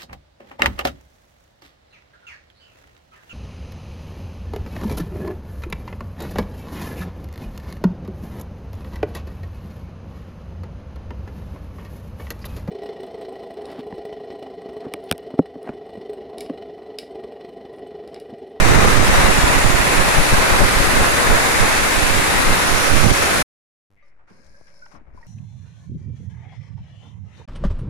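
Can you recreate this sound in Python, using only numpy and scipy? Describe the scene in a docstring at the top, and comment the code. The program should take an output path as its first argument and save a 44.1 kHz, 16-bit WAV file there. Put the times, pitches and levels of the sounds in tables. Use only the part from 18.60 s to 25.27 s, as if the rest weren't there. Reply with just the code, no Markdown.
"""A pressure cooker blows off steam: the jet hisses, spits and whistles faintly past the valve weight.
Its draught buffets a camera's two microphone openings (ports), and a limiter ducks the hardest puffs.
The hiss cuts off abruptly. After a short silence a hand lifts a steel tin out of a basin of water and
vegetables: water sloshes, the tin knocks, and drops run off it, patter on steel and ring as bubbles."""
import sys
import numpy as np
from scipy import signal
from scipy.fft import rfft, irfft, next_fast_len
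from scipy.io import wavfile
from scipy.ndimage import uniform_filter1d, minimum_filter1d, map_coordinates

SR = 44100
rng = np.random.default_rng(int(sys.argv[2]) if len(sys.argv) > 2 else 0)


def to_wav(s):
    """Save 16-bit WAV."""
    ch = np.atleast_2d(s).T  # columns
    pcm = np.round(np.clip(ch, -1, 1) * 32767)  # PCM
    wavfile.write(sys.argv[1], SR, pcm.astype(np.int16))


N = 294050
COOKER_END_S, BASIN_START_S = 4.828, 5.3


def amp(db):
    """Turn decibels into a gain."""
    return 10 ** (np.asarray(db) / 20)


def pan(left_minus_right_db):
    """Left and right gains that lie this many decibels apart."""
    return amp([[left_minus_right_db / 2], [-left_minus_right_db / 2]])


def unit(x):
    """Scale a signal to an average (rms) level of 1."""
    return x / np.sqrt(np.mean(x ** 2) + 1e-20)


def along(points, hz):
    """The gain at hz on a curve through (pitch_hz, level_db) points."""
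    pitch_hz, level_db = np.transpose(points)
    return amp(np.interp(np.log(hz + 1), np.log(pitch_hz + 1), level_db))


def clock():
    """The time of every sample, in seconds."""
    return np.arange(N) / SR


def curves(rows):
    """Join rows of (time_s, values...) with straight lines: one curve for each value column."""
    times, *columns = np.transpose(rows)
    return np.array([np.interp(clock(), times, column) for column in columns])


def wobble(rate):
    """A smooth random curve through rate new values a second."""
    values = rng.standard_normal(int(N * rate / SR) + 4)
    return map_coordinates(values, [np.arange(N) * rate / SR])


def filtered(x, response):
    """Filter x with a gain that depends on frequency."""
    size = next_fast_len(N + SR // 2)
    return irfft(rfft(x, size) * response(np.fft.rfftfreq(size, 1 / SR)), size)[..., :N]


def resonance(f, hz, width):
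    """A filter curve that lets hz through fully and weakens the frequencies around it."""
    return 1j * f * width / (hz * hz - f * f + 1j * f * width)


def noise(spectrum):
    """Noise with the given spectrum, unrelated on the left and right."""
    return unit(filtered(rng.standard_normal((2, N)), lambda f: along(spectrum, f)))


def noise_band(hz, width_hz):
    """Noise gathered around one pitch."""
    return unit(filtered(rng.standard_normal((2, N)), lambda f: resonance(f, hz, width_hz) ** 2))


def steadied(x, span_s):
    """Even out the chance swells of a noise."""
    return x / np.sqrt(np.abs(uniform_filter1d(x ** 2, int(span_s * SR) + 1)) + .02)


def patchy(x, depth_db):
    """Let the tone drift in random patches, about 300 Hz wide and half a second long."""
    spectra = signal.stft(x, nperseg=1024)[2]
    patches = uniform_filter1d(rng.standard_normal(spectra.shape), 7, axis=1)
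    patches = uniform_filter1d(patches, 45, axis=2)
    return unit(signal.istft(spectra * amp(depth_db * unit(patches)), nperseg=1024)[1][:, :N])


def add(out, start_s, sound):
    """Mix a sound in at start_s, dropping whatever runs past the end."""
    part = out[:, round(start_s * SR):][:, :sound.shape[-1]]
    part += sound[:, :part.shape[-1]]


def near_walls(x, echo_db, span_s):
    """Lid, stove and wall send back quick, weak echoes that make the hiss slightly hollow."""
    size = int(span_s * SR) + 40
    echoes = np.zeros((2, size))
    for port in echoes:
        port[rng.integers(20, size, size=10)] = rng.standard_normal(10)
    echoes *= amp(echo_db) / np.linalg.norm(echoes, axis=1, keepdims=True)
    return unit(x + signal.fftconvolve(x, echoes, axes=1)[:, :N])


def steam():
    """The churning jet hisses, slowly weakening as the pot loses pressure."""
    # The tone of the jet: pitch_hz, level_db
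    jet_spectrum = [(200, -1.5), (700, -1.17), (1650, -0.5), (2050, -2), (2600, -5.5), (3000, -11),
                    (3760, -10.5), (5600, -15), (6600, -15), (8700, -15.5), (9700, -16.5), (10450, -17),
                    (11450, -21), (13300, -26), (15200, -25.5)]
    # The roar surges and sinks as the valve weight turns: time_s, left_db, right_db
    roar_surges = [(0, -2.5, 2), (.24, 0, 3), (.33, -2.5, 1.2), (.65, 1.8, 2), (.75, -1.5, -1),
                   (.93, 1.1, 2.3), (1.08, -3, 1), (1.35, 0, 0.6), (1.65, -2, -1.2), (1.93, .7, 1),
                   (2.12, -.8, -1.3), (2.35, 0.4, 0), (2.62, -1, -.5), (2.75, 0, 1.5), (2.9, -1.6, -2.1),
                   (3.07, -1.5, .3), (3.2, -1.8, -1), (3.37, -3.5, -1.2), (3.66, -2.5, -0.4),
                   (3.78, 0, -0.5), (3.93, -0.5, -2), (4.1, -4, 0.4), (4.45, -7.5, 0.8), (4.66, -3.2, -1.7),
                   (4.82, -4, -1.5)]
    hiss_db, fade_db_per_s = -15, 0.05
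    dull_db, opening_s = -2, 0.94  # the treble starts dull and brightens as the valve opens
    t = clock()
    hiss = patchy(near_walls(noise(jet_spectrum), echo_db=-15, span_s=0.015), depth_db=1)
    roar = filtered(hiss, lambda f: 1 / (1 + (f / 2200) ** 4))
    treble = filtered(hiss, lambda f: 1 - 1 / (1 + (f / 7500) ** 6))
    hiss += treble * (amp(dull_db * np.exp(-t / opening_s)) - 1)
    surge_db = curves(roar_surges) + .35 * np.array([wobble(22), wobble(22)])
    hiss += roar * (amp(surge_db) - 1)
    sputter_db = .15 * wobble(4.6) + 0.47 * wobble(90)  # wet steam leaves the valve unevenly
    return hiss * amp(hiss_db - fade_db_per_s * t + sputter_db)


def spitting():
    """The first rush of steam carries water and sputters, mostly on the right."""
    # The tone of the spitting: pitch_hz, level_db
    spit_spectrum = [(60, -8), (130, 6), (260, -1), (450, 0), (900, -9), (2000, -20), (3500, -44.5)]
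    peak_s, fade_s = .17, .19
    swell = np.exp(-((clock() - peak_s) / fade_s) ** 2)
    sputter = unit(noise(spit_spectrum) * amp(2 * wobble(130)))
    return sputter * swell * amp([[-25], [-13]])


def whistles():
    """Jets passing the edge of the valve weight make faint, breathy whistles."""
    # The whistles: start_s, end_s, pitch_hz, width_hz, level_db, left_minus_right_db
    edge_tones = [(0, .65, 6000, 290, -44, 16), (0, 0.691, 7150, 400, -51, 15.5),
                  (.72, 1.226, 7070, 471, -42.5, 15.5), (.72, 1.12, 8150, 350, -55.5, 13),
                  (2.3, 3.2, 6650, 349, -49, 14), (2.2, 4.83, 10570, 340, -45.5, -5.5),
                  (4.022, 4.68, 5600, 1400, -40, 15)]
    t = clock()
    out = np.zeros((2, N))
    for start_s, end_s, hz, width_hz, db, pan_db in edge_tones:
        fade = np.clip(np.minimum(t - start_s, end_s - t) / 0.1 + .5, 0, 1)
        out += noise_band(hz, width_hz) * amp(db) * pan(pan_db) * fade
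    return out


def small_eddies():
    """Random little swirls of air that weaken with time: rows of time_s, level_db, half_length_s, port."""
    per_second, start_db, fade_db_per_s, scatter_db = 6, -21, 2.5, 4.5
    left_shelter_db = -5
    when, size, length, side = rng.random((int(per_second * COOKER_END_S), 4)).T
    times = (np.arange(len(when)) + when) / per_second
    on_right = side < .6
    db = start_db - fade_db_per_s * times + scatter_db * (2 * size - 1) + left_shelter_db * ~on_right
    return np.column_stack([times, db, 0.035 * (.5 + length), on_right])


def buffeting():
    """Swirls of air from the jet hit each port separately: a fading, lumpy draught with strong puffs."""
    # Strong gusts: time_s, level_db, half_length_s, port (0 left, 1 right)
    gusts = [(.028, -7, 0.054, 1), (.109, -14, 0.027, 0), (.115, -11.5, 0.065, 1), (.174, -6, .035, 1),
             (.195, -14, 0.029, 0), (.233, -10, 0.017, 1), (.265, -10.5, .025, 1), (.281, -14, .035, 0),
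             (.33, -13.5, 0.028, 1), (.4, -6, 0.063, 1), (.497, -10, 0.014, 0), (.537, -8, 0.019, 1),
             (.582, -15.5, 0.015, 0), (.599, -12, .018, 1), (.646, -16.5, .025, 0), (.647, -12.5, .02, 1),
             (.697, -8.5, 0.032, 1), (.788, -8.5, 0.013, 1), (.842, -7.5, 0.014, 1), (.904, -19, 0.02, 0),
             (.971, -12.5, 0.027, 1), (1.061, -11, .026, 1), (1.102, -13.5, 0.011, 1), (1.149, -7, 0.02, 1),
             (1.206, -13, 0.022, 1), (1.393, -11.5, 0.029, 1), (1.483, -21, 0.026, 0),
             (1.587, -11, 0.034, 0), (1.729, -14.5, 0.019, 0), (1.739, -12.5, .026, 1),
             (1.785, -17.5, .035, 0), (1.928, -16.5, .03, 0), (2.019, -5.5, 0.024, 0),
             (2.049, -11, 0.023, 1), (2.172, -13.5, 0.02, 1), (2.204, -11.5, 0.018, 0),
             (2.288, -18.5, .02, 0), (2.372, -13, 0.029, 1), (2.406, -14.5, 0.026, 0),
             (2.416, -12, 0.03, 1), (2.709, -18, 0.018, 0), (2.73, -11.5, 0.051, 1), (3.029, -9.5, .04, 1),
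             (3.38, -17, .02, 1), (3.436, -11.5, 0.019, 1), (3.51, -18, 0.06, 1), (3.58, -16.5, 0.036, 1),
             (3.882, -14, 0.023, 0), (3.908, -10, 0.039, 1), (4.133, -15.5, 0.046, 1),
             (4.347, -8, 0.071, 1), (4.441, -7.5, 0.035, 1), (4.47, -6, 0.027, 1), (4.518, -4, 0.021, 1)]
    # The deep tone of swirling air: pitch_hz, level_db
    wind_spectrum = [(4, 1.5), (12, 6), (25, 4), (50, -4), (100, -12), (200, -18), (400, -20.5),
                     (900, -27.5), (2500, -59), (6000, -84.5)]
    # The tone of air tearing at a port: pitch_hz, level_db
    tearing_spectrum = [(60, -3), (180, -6), (400, -4), (800, -13.5), (1500, -18.5), (4000, -46.5)]
    swirl_above_hz, swirl_db, churn_db, thump_db = 40.3, -3.5, 1.5, 4.5
    t = clock()
    lumps_db = 1.1 * np.array([wobble(25), wobble(25)]) + 2.5 * np.array([wobble(3.7), wobble(4.3)])
    draught_db = np.array([-25.5 - 0.5 * t, -18 - 3 * t])
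    draught = amp(draught_db + lumps_db) * noise(wind_spectrum)
    swirl = unit(filtered(noise(wind_spectrum), lambda f: f ** 2 / (f ** 2 + swirl_above_hz ** 2)))
    swirl = steadied(swirl, span_s=0.036)  # so every puff carries its full push
    tearing = noise(tearing_spectrum)
    puffs, thumps = np.zeros((2, N)), np.zeros((2, N))
    for time_s, db, half_length_s, port in [*gusts, *small_eddies()]:
        near = np.abs(t - time_s) < 2 * half_length_s
        from_peak_s = t[near] - time_s
        swell = amp(db) * np.exp(-2 * (from_peak_s / half_length_s) ** 2)
        puffs[int(port), near] += swell
        # The pressure flips as the middle of the swirl passes.
        flip = rng.choice([-1, 1]) * np.tanh(from_peak_s / .0009)
        thumps[int(port), near] += flip * swell / (1 + swell)
    churn = steadied(noise_band(hz=100, width_hz=130), span_s=.03)
    pressure = draught + amp(swirl_db) * puffs * swirl + amp(thump_db) * thumps
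    pressure += amp(churn_db) * puffs ** 2 * churn  # the hardest gusts churn faster
    flutter = tearing * np.tanh(pressure ** 2) * amp([[-16], [-10.5]])  # only pressure peaks tear
    return pressure + flutter


def soft_buzz(level_db, pitch_hz, fade_s):
    """A brief, faint low buzz opens the basin scene."""
    t = np.maximum(clock() - BASIN_START_S, 0)
    return amp(level_db) * signal.sawtooth(2 * np.pi * pitch_hz * t + np.pi) * np.exp(-(t / fade_s) ** 2)


def handling():
    """The hand-held camera sways and rumbles, and the moving arm wafts air at its left port."""
    # The tone of the rumble: pitch_hz, level_db
    rumble_spectrum = [(12, 3), (30, 0), (70, -8), (140, -13), (300, -31), (800, -40), (2000, -80)]
    # Wafts of air as the arm swings: time_s, level_db, half_length_s
    wafts = [(5.9, -48, .09), (6.39, -47, 0.078), (6.49, -41, 0.039), (6.543, -39, 0.02),
             (6.59, -41, 0.031)]
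    # The tone of a waft: pitch_hz, level_db
    waft_spectrum = [(15, -7), (50, 0), (90, -5), (160, -16), (400, -31), (1500, -70)]
    t = clock()
    rumble_db = -63 + np.outer([7.5, 5], t - BASIN_START_S)  # grows faster on the left
    rumble = steadied(noise(rumble_spectrum), span_s=.035) * amp(rumble_db)
    sway = amp(-45) * np.tanh(2 * wobble(6))
    swell = sum(amp(db) * np.exp(-2 * ((t - time_s) / half_s) ** 2) for time_s, db, half_s in wafts)
    air = steadied(noise(waft_spectrum), span_s=0.032) * swell * amp([[0], [-17]])
    return sway + rumble + air


def droplets(per_second):
    """Tiny random impacts of uneven size, separate on the left and right."""
    sizes = rng.standard_normal((2, N)) * amp(3 * rng.standard_normal((2, N)))
    return unit((rng.random((2, N)) < per_second / SR) * sizes)


def sloshing():
    """Water stirred by the hand sloshes in thousands of tiny splashes."""
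    # How hard the hand stirs: time_s, level_db
    stirring = [(5.3, -74), (5.55, -67), (5.74, -64), (5.92, -62.5), (6.04, -64), (6.28, -64), (6.36, -58),
                (6.45, -63), (6.58, -58), (6.66, -58)]
    # The tone of the slosh: pitch_hz, level_db
    slosh_spectrum = [(80, -14), (180, -8), (380, -5), (600, -6), (1400, -9), (2200, -11), (2700, -21),
                      (3200, -31), (6000, -40), (15000, -55)]
    slosh = unit(filtered(droplets(per_second=2000), lambda f: along(slosh_spectrum, f)))
    return slosh * amp(curves(stirring) + wobble(25)) * pan(3.2)


def swish():
    """A soft hiss swells quickly and fades as the fingers slide into the water."""
    start_s, end_s, level_db = 5.36, 5.58, -64
    progress = np.clip((clock() - start_s) / (end_s - start_s), 0, 1)
    swell = np.sin(np.pi * np.sqrt(progress))
    return noise_band(hz=2070, width_hz=500) * amp(level_db) * swell * pan(4)


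def pour_strength():
    """How much water leaves the tin: over a faint trickle, each pour grows as the tin tips."""
    # The pours: start_s, end_s, starting_level_db
    pours = [(5.422, 5.49, -80), (5.67, 6.36, -68.5), (6.53, 6.68, -72)]
    rise_s, fall_s, swell_db_per_s, trickle_db = 0.037, 0.029, 2.5, -94
    t = clock()
    flow = amp(trickle_db)
    for start_s, end_s, db in pours:
        fade = np.clip((t - start_s) / rise_s, 0, 1) * np.clip(1 - (t - end_s) / fall_s, 0, 1)
        flow = flow + amp(db + swell_db_per_s * (t - start_s)) * fade
    return flow


def patter(tones, per_second):
    """Falling drops make steel ring at its own tones."""
    response = lambda f: sum(amp(db) * resonance(f, hz, width) ** 2 for hz, width, db in tones)
    return unit(filtered(droplets(per_second), response))


def gliding(hz, width_hz, side_db):
    """A narrow noise that follows a moving pitch; side_db sets how unlike left and right are."""
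    slow_noise = filtered(rng.standard_normal((2, 2, N)), lambda f: 1 / (1 + (2 * f / width_hz) ** 2))
    phase = 2 * np.pi * np.cumsum(hz) / SR
    middle, side = slow_noise[0] * np.cos(phase) + slow_noise[1] * np.sin(phase)
    return unit(middle + amp(side_db) * np.array([side, -side]))


def running_water():
    """Water runs off the lifted tin as a spray and rings the basin, the tin and its thin rim."""
    # The tone of the spray: pitch_hz, level_db
    spray_spectrum = [(1800, -45), (3300, -15), (4400, -3), (5200, 0), (6400, -6), (7800, -12), (9800, -8),
                      (12500, -22), (15000, -28)]
    # The basin's own tones: pitch_hz, width_hz, level_db
    basin_tones = [(173, 88, 9), (958, 110, 0), (2210, 410, -2), (5220, 400, -10)]
    # The tin's two low tones shift as it tips and drains: time_s, lower_hz, upper_hz
    tipping = [(5.7, 530, 1467), (5.8, 545, 1620), (5.95, 561, 1660), (6.1, 568, 1620), (6.25, 595, 1474)]
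    # The rim's own tones: pitch_hz, width_hz, level_db
    rim_tones = [(4370, 90, -10), (4930, 200, -8), (5250, 380, 1), (6930, 200, -14), (9650, 300, -17)]
    # How strongly the water rings the rim: time_s, level_db
    rim_strength = [(5.7, -9), (6.04, -5), (6.07, 4), (6.12, -1), (6.17, 2), (6.33, -1), (6.55, -10),
                    (6.66, -3)]
    spray = filtered(droplets(per_second=5000), lambda f: along(spray_spectrum, f))
    spray = patchy(spray, depth_db=2.2) * amp(-0.5)
    basin = patchy(patter(basin_tones, per_second=4000), depth_db=1) * amp(3)
    lower_hz, upper_hz = curves(tipping)
    tin = gliding(lower_hz, width_hz=92, side_db=-12) * amp(1.5)
    tin += gliding(upper_hz, width_hz=160, side_db=2) * amp(1)
    rim = patter(rim_tones, per_second=300) * amp(curves(rim_strength) + 1.8 * wobble(35))
    return ((basin + tin) * pan(3.2) + (spray + rim) * pan(5)) * pour_strength()


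def ringing(hz, db, ring_s, left_lead_rad):
    """A pure tone that starts quickly and dies away by 60 dB in ring_s seconds."""
    t = np.arange(SR // 3) / SR
    rise = 1 - np.exp(-t / 0.00088)
    tone = np.sin(2 * np.pi * hz * t + np.array([[left_lead_rad], [0]]))
    return tone * amp(db - 60 * t / ring_s) * rise


def tin_knock(start_s, level_db):
    """The tin knocks in the basin and rings at several pitches at once."""
    # The tin's own tones: pitch_hz, level_db, ring_s
    tin_tones = [(573, -6, 0.31), (1195, -1, .13), (1950, -6, .25), (3800, -17, .13), (4597, -21, .13),
                 (6002, -20, 0.12)]
    out = np.zeros((2, N))
    for hz, db, ring_s in tin_tones:
        add(out, start_s, ringing(hz, level_db + db, ring_s, left_lead_rad=.6))
    return out


def slaps():
    """Each slap of water is a dying burst of noise; longer ones start more softly."""
    # The slaps: start_s, level_db, fade_s (to fall 60 dB), brightness_hz, left_minus_right_db
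    water_slaps = [(5.59, -59, .3, 900, -3), (5.672, -53, 0.4, 1200, -2), (5.7, -45, .19, 190, -1),
                   (5.745, -50, .08, 170, -3), (5.782, -49, 0.18, 160, -1), (5.843, -59, .05, 5000, 5),
                   (5.864, -57, .05, 5000, 3), (5.885, -58, .2, 200, 9), (6.01, -48, .035, 130, 18),
                   (6.011, -48, 0.023, 430, 16), (6.069, -52, .19, 1400, -1),
                   (6.2605, -40.5, 0.029, 1100, -8), (6.311, -50, .17, 1000, 13),
                   (6.313, -63, .15, 5200, 10), (6.338, -48, .2, 180, 16), (6.346, -45, .2, 900, 4),
                   (6.411, -46, .06, 150, 15), (6.465, -55, 0.23, 600, 10), (6.545, -40, .04, 270, 1)]
    t = np.arange(SR // 3) / SR
    f = np.fft.rfftfreq(len(t), 1 / SR)
    out = np.zeros((2, N))
    for start_s, db, fade_s, hz, pan_db in water_slaps:
        rise = 1 - np.exp(-t / (0.017 * fade_s))
        burst = rng.standard_normal((2, len(t))) * amp(db - 60 * t / fade_s) * rise
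        width_hz = 1400 * (hz / 1000) ** 0.81  # brighter slaps cover a wider band
        colour = resonance(f, hz, width_hz) ** 3
        slap = irfft(rfft(burst) * colour, len(t)) / np.sqrt(np.mean(np.abs(colour) ** 2))
        add(out, start_s, slap * pan(pan_db))
    return out


def bubbles():
    """Bubbles and drips each ring briefly at their own pitch."""
    # The plinks: start_s, level_db, pitch_hz, ring_s, left_minus_right_db, left_lead_rad
    plinks = [(5.592, -55, 1470, 0.13, 0, 2.9), (5.944, -45, 1600, .09, -2, 3.5),
              (6.069, -47, 1670, .06, 1, 2.8), (6.165, -57, 5400, .05, 6, .7),
              (6.222, -37, 1470, 0.15, -4, 3.5), (6.348, -44, 1098, .1, 9, 2.5),
              (6.575, -39, 1005, 0.063, 7, 2), (6.608, -50, 917, 0.17, 0, 0.5),
              (6.628, -42, 1890, .055, -7, -.8)]
    out = np.zeros((2, N))
    for start_s, db, hz, ring_s, pan_db, left_lead_rad in plinks:
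        add(out, start_s, ringing(hz, db, ring_s, left_lead_rad) * pan(pan_db))
    return out


def scene():
    """The cooker, a silent gap, then the basin."""
    t = clock()
    cooker = steam() + spitting() + whistles() + buffeting()
    cooker *= np.clip((COOKER_END_S - t) / 0.0085, 0, 1)
    water = sloshing() + running_water() + swish() + slaps() + bubbles()
    basin = water + tin_knock(start_s=5.425, level_db=-56.5) + handling()
    basin *= np.clip((t - BASIN_START_S) / .006, 0, 1)
    return cooker + basin + soft_buzz(level_db=-58.5, pitch_hz=99, fade_s=0.089)


def limiter(x, ceiling, hold_s):
    """Turn each side down briefly when it would overload, so the hiss ducks under hard puffs."""
    size = int(hold_s * SR)
    needed_gain = np.minimum(1, ceiling / (np.abs(x) + 1e-9))
    held_gain = minimum_filter1d(needed_gain, size, axis=1, origin=(size - 1) // 3)
    return x * uniform_filter1d(held_gain, size // 4 + 1, axis=1)


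def record(dry):
    """The camera colours each side, limits the peaks and cuts off the highest treble."""
    # Each port colours the sound in its own way: pitch_hz, left_minus_right_db
    port_balance = [(1000, 0.53), (2600, 1), (3100, 0.5), (3900, 2.5), (5400, 3), (6500, 7), (7800, 2),
                    (8700, -1), (10350, -12.5), (11500, -8), (13300, -2.5), (15000, 1.5)]
    top_hz = 15500
    coloured = filtered(dry, lambda f: along(port_balance, f) ** np.array([[.5], [-.5]]))
    limited = limiter(coloured, ceiling=0.97, hold_s=0.01)
    return filtered(limited, lambda f: np.exp(-(f / top_hz) ** 120))


dry = scene()
out = record(dry)
to_wav(out)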